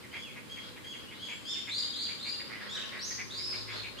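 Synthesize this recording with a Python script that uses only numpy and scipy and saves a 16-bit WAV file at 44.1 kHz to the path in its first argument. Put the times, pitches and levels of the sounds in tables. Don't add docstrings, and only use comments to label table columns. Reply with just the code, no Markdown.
import sys
import numpy as np
from scipy import signal
from scipy.fft import rfft, irfft
from scipy.io import wavfile
from scipy.ndimage import map_coordinates

SR = 44100
rng = np.random.default_rng(int(sys.argv[2]) if len(sys.argv) > 2 else 0)


def dump_mix(stems):
    frames = np.atleast_2d(stems).T
    limited = np.clip(frames, -1, 1)
    pcm = np.round(limited * 32767).astype(np.int16)
    wavfile.write(sys.argv[1], SR, pcm)


N = 176400
TIME = np.arange(N) / SR


def undb(db):
    return 10 ** (np.asarray(db) / 20)


def unit(x):
    return x / np.sqrt(np.mean(x ** 2) + 1e-18)


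def wobble(rate, size=N):
    return map_coordinates(rng.standard_normal(512), [np.arange(size) * rate / SR], order=3, mode="mirror")


def pan(db):
    return undb(np.array([[db], [-db]]) / 2)


def add(out, start, x):
    i = max(int(start * SR), 0)
    part = x[..., :N - i]
    out[..., i:i + part.shape[-1]] += part


def noise(colour):
    hz, db = np.array(colour).T
    bin_hz = np.arange(N // 2 + 1) * SR / N
    gain = undb(np.interp(np.log(bin_hz + 1), np.log(hz), db))
    return unit(irfft(rfft(rng.standard_normal((2, N))) * gain, N))


def tree_echo(x, t60, early_db=10, early_t60=0.046, build_s=0.016):
    t = np.arange(SR) / SR
    decay = undb(-60 * t / t60) + undb(early_db - 60 * t / early_t60)
    build = 1 - np.exp(-t / build_s)
    echoes = decay * build * rng.standard_normal((2, SR)) * np.exp(rng.standard_normal((2, SR)))
    return signal.fftconvolve(np.atleast_2d(x), unit(echoes) / np.sqrt(SR), axes=1)[:, :N]


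# start f/Hz, end f/Hz, peak t/s, swell width/s, level/dB, left phase lead/rad
HUM_TONES = [(106.6, 108, 3.6, 0.39, -53, 2.1), (86, 53, 5.3, 2.3, -65, 0.97),
             (116.1, 91, 0.57, 2, -59, 3.4), (210.6, 202, 2.84, 0.55, -55.5, 2.55),
             (242, 260, 0.6, 5.9, -65, 2.3), (308, 300, 1.37, 0.81, -64.5, 0.5),
             (368, 372, 3.57, 0.46, -60, 1.4), (499, 450, 0.44, 0.49, -64, 0.71)]


def motor_hum():
    out = np.zeros((2, N))
    for start_hz, end_hz, peak, width, db, lead in HUM_TONES:
        hz = np.linspace(start_hz, end_hz, N) * (1 + 0.0054 * wobble(14))
        phase = 2 * np.pi * np.cumsum(hz) / SR
        swell = np.exp(-0.5 * ((TIME - peak) / width) ** 2)
        out += np.sqrt(2) * np.sin([phase + lead, phase]) * swell * undb(db + 1.5 * wobble(5.58))
    return out


# t/s, f/Hz, level/dB
WHINE_RIDE = [(1.9, 1098, -73), (2.3, 1098, -67), (2.5, 1093, -70), (2.82, 1096, -58.5),
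              (3.15, 1075, -65.5), (3.55, 1071, -63), (4, 1075, -69)]


def motor_whine():
    when, hz, db = np.array(WHINE_RIDE).T
    pitch = np.interp(TIME, when, hz) * (1 + 0.0041 * wobble(60))
    return np.sqrt(2) * np.sin(2 * np.pi * np.cumsum(pitch) / SR) * undb(np.interp(TIME, when, db))


# f/Hz, relative level/dB
WASH_EQ = [(20, -35), (36, -15), (52, -7), (85, -1), (110, 5), (160, 0.5), (220, 5), (380, 0.5), (550, -3),
           (700, -10.5), (900, -7), (1400, -8.5), (2200, -8.5), (3200, -10), (4200, -13.5), (5600, -19),
           (7000, -17.5), (10000, -18.5), (15000, -26)]
# f/Hz, relative level/dB
SWELL_EQ = [(100, -30), (350, -2.5), (560, 4.5), (720, -9), (900, -2.5), (1500, 1.5), (2500, -4),
            (5000, -0.5), (12000, -92)]
# t/s, level/dB
SWELL_RIDE = [(0, -59), (1.2, -58.5), (2.3, -52), (2.8, -49), (3.4, -49.5), (4, -46.5)]


def water(wash_db=-50, crossfeed=0.011, ripple_rate=12):
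    wash = noise(WASH_EQ)
    wash = unit(wash + crossfeed * wash[::-1]) * undb(wash_db + 0.25 * wobble(ripple_rate))
    swell_db = np.interp(TIME, *np.array(SWELL_RIDE).T)
    return wash + noise(SWELL_EQ) * undb(swell_db + 3.25 * wobble(ripple_rate))


BIRD_T60_S, BIRD_WAVER_RATE = 0.69, 760
# t/s, length/s, start f/Hz, end f/Hz, level/dB, dry trim/dB
SLIDE_CUES = [(0.235, 0.085, 3100, 1980, -55, 1), (0.629, 0.071, 3350, 4230, -59.5, -5),
              (1.071, 0.051, 2800, 3070, -58, 2), (1.107, 0.094, 3100, 4420, -56, -6),
              (1.293, 0.1, 7040, 7780, -63, -1.5), (2.539, 0.054, 2730, 3250, -65, 8),
              (2.588, 0.12, 3200, 4530, -60, -4), (2.817, 0.04, 2450, 3030, -54.5, 2)]


def far_bird(waver=0.016, send_db=4):
    direct, send = np.zeros(N), np.zeros(N)
    for start, length, start_hz, end_hz, db, dry_db in SLIDE_CUES:
        progress = np.linspace(0, 1, int(length * SR))
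        hz = start_hz + (end_hz - start_hz) * progress
        hz *= 1 + waver * wobble(BIRD_WAVER_RATE, len(hz))
        arch = np.sqrt(progress * (1 - progress))
        slide = undb(db) * unit(arch * np.sin(2 * np.pi * np.cumsum(hz) / SR))
        add(direct, start, undb(dry_db) * slide)
        add(send, start, undb(send_db) * slide)
    return direct + tree_echo(send, BIRD_T60_S)


# multiple of the throat pitch, relative level/dB, t60/s
THROAT_MODES = [(.42, -10, 0.019), (.79, -8.5, 0.048), (0.974, 12.5, 0.021), (1.099, 3.5, 0.028),
                (1.35, -44, 0.005)]
# t/s, length/s, pulse rate/Hz, throat f/Hz, level before the mix/dB, pan L-R/dB
CROAK_CUES = [(0.031, 0.034, 167, 2090, -51.5, -2), (0.126, 0.062, 190, 2250, -41, -0.5),
              (0.356, 0.043, 208, 2170, -46.5, -1), (0.566, 0.029, 180, 2120, -45.5, 0),
              (0.759, 0.034, 185, 2250, -49, 3), (0.837, 0.041, 174, 2020, -54, -2),
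              (0.936, 0.03, 170, 2180, -49.5, 1), (1.108, 0.035, 200, 2230, -48, -1),
              (1.28, 0.072, 186, 2410, -43, 2.5), (1.556, 0.053, 160, 2140, -54, -3),
              (1.671, 0.042, 178, 2310, -41, 2), (2.084, 0.047, 204, 2250, -44.5, 2),
              (2.246, 0.054, 130, 2430, -44.5, 5), (2.395, 0.026, 124, 2090, -44, -3),
              (2.495, 0.1, 107, 2050, -44, -2), (2.595, 0.042, 144, 1890, -43, 0),
              (2.651, 0.035, 112, 1830, -45.5, -3), (2.747, 0.071, 180, 1750, -44.5, -1),
              (2.827, 0.038, 127, 1780, -47.5, 4), (2.913, 0.09, 150, 1990, -42.5, 1),
              (3.102, 0.031, 160, 2050, -45.5, 1), (3.177, 0.051, 184, 2177, -39, 1.5),
              (3.386, 0.032, 160, 2220, -49, 0), (3.526, 0.044, 136, 2350, -44.5, 4),
              (3.675, 0.055, 165, 2230, -43, 3), (3.828, 0.064, 215, 2435, -43.5, 3)]


def frogs(dry_db=-3, send_db=-3.5):
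    out, t = np.zeros((2, N)), np.arange(1024) / SR
    for start, length, rate, hz, db, pan_db in CROAK_CUES:
        croak, scatter = np.zeros(SR // 4), rng.standard_normal((40, 3))
        count = int(length * rate)
        for k, (late, soft, sharp) in enumerate(scatter[:count]):
            throat_hz = hz * (1 + 0.053 * sharp)
            ring = sum(undb(mode_db - 60 * t / t60) * np.sin(2 * np.pi * ratio * throat_hz * t)
                       for ratio, mode_db, t60 in THROAT_MODES)
            arch = np.sin(np.pi * (k + 0.5) / count) ** 0.44
            add(croak, (k + 0.5 + 0.07 * late) / rate, arch * undb(-0.5 * soft) * ring)
        croak = unit(croak) * np.sqrt(length * SR / len(croak))
        add(out, start, pan(pan_db) * undb(db) * croak)
    out = signal.sosfilt(signal.butter(2, 700, "high", fs=SR, output="sos"), out)
    return undb(dry_db) * out + undb(send_db) * tree_echo(out, t60=0.26)


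BEAK_HZ, BEAK_WIDTH_HZ, BEAK_DB = 7070, 620, 14
RASP_RAD, RASP_RATE = 0.41, 1100
# f/Hz, relative level/dB
BREATH_EQ = [(800, -14), (2000, 0), (3000, 1), (4600, 10), (5800, -28.5), (7500, -2.5), (10000, -11.5),
             (14000, -30)]
# t/s, climb/s, fall/s, start f/Hz, top f/Hz, end f/Hz, bend (1 straight, 3 steep then flat),
# level before the mix/dB, 3/2 overtone/dB, pitch sag/fraction, echo send/dB, onset against the top/dB
WHISTLE_CUES = [(.108, 0.098, 0.037, 3037, 3413, 2850, 2.47, -50.5, -13, 0.011, 0.5, 5),
                (0.493, 0.053, 0.027, 3195, 3333, 2810, 1.64, -42.5, -19, 0.0071, -2.5, 3.5),
                (.84, .07, 0.039, 3183, 3386, 2900, 1.6, -42, -16, 0.012, -2.5, 1.5),
                (1.19, 0.068, 0.038, 2990, 3389, 2580, 2.64, -42, -15, 0.008, 0.5, -0.5),
                (1.447, 0.076, 0.042, 3144, 3680, 2497, 1.74, -35, -6.5, 0.016, -0.5, -4),
                (1.686, 0.11, .045, 3426, 4945, 3325, 1.5, -32, -29, 0.024, -1.5, -3),
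                (1.929, 0.11, 0.038, 3170, 4893, 2610, 1.67, -34, -29.5, .03, -1, -4),
                (2.186, .12, .04, 3448, 4952, 2640, 1.6, -36, -31, .022, 0.2, -2),
                (2.68, .078, 0.03, 3188, 3938, 2474, 1.28, -34.5, -13, 0.00926, -2, -6.5),
                (2.988, .082, 0.074, 3712, 6635, 4310, 1.93, -37.5, -33, .04, -1.5, 2),
                (3.297, 0.17, 0.13, 3440, 5430, 4170, 2.7, -36.5, -27, 0.041, -1, -3.5),
                (3.7, 0.08, 0.037, 3150, 4420, 3270, 2, -41.5, -27, 0.029, -1, -2),
                (3.969, 0.075, .04, 2890, 4040, 2980, 1.8, -38.5, -37, 0.041, -1, -6)]


def lead_bird(attack_s=0.0045, flutter_db=3, sub_db=-26, breath_db=-18, dry_db=-8):
    direct, send, air = np.zeros(N), np.zeros(N), noise(BREATH_EQ)[0]
    for start, climb, fall, low, top, end, bend, db, overtone_db, sag, send_db, onset_db in WHISTLE_CUES:
        size = int((climb + fall) * SR)
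        t = np.arange(size) / SR
        climb_left = np.maximum(1 - t / climb, 0) ** bend
        fallen = np.clip((t - climb) / fall, 0, 1)
        hz = top - (top - low) * climb_left - (top - end) * fallen ** 1.5
        fray = (sag + 0.076 * fallen) * (1 + np.tanh(wobble(BIRD_WAVER_RATE, size)))
        phase = np.pi * np.cumsum(hz * (1 - fray)) / SR
        breath = np.roll(air, -int(start * SR))[:size]
        voice = np.sin(2 * phase) + undb(sub_db) * np.sin(phase) + undb(breath_db) * breath
        for k, partial_db in [(3, overtone_db), (4, -26), (5, -40)]:
            beak_db = BEAK_DB * np.exp(-((k * hz / 2 - BEAK_HZ) / BEAK_WIDTH_HZ) ** 2)
            voice += undb(partial_db + beak_db) * np.sin(k * phase + RASP_RAD * wobble(RASP_RATE, size))
        envelope = np.tanh(t / attack_s) ** 2 * undb(onset_db * climb_left) * (1 - fallen) ** 0.48
        whistle = np.sqrt(2) * voice * envelope * undb(db + flutter_db * wobble(158.3, size))
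        add(direct, start, undb(dry_db) * whistle)
        add(send, start, undb(send_db) * whistle)
    return pan(db=1) * (direct + tree_echo(send, BIRD_T60_S))


def scene():
    return lead_bird() + far_bird() + frogs() + water() + motor_hum() + motor_whine()


def record(dry):
    return signal.sosfilt(signal.ellip(10, 0.2, 70, 15400, fs=SR, output="sos"), dry)


dry = scene()
out = record(dry)
dump_mix(out)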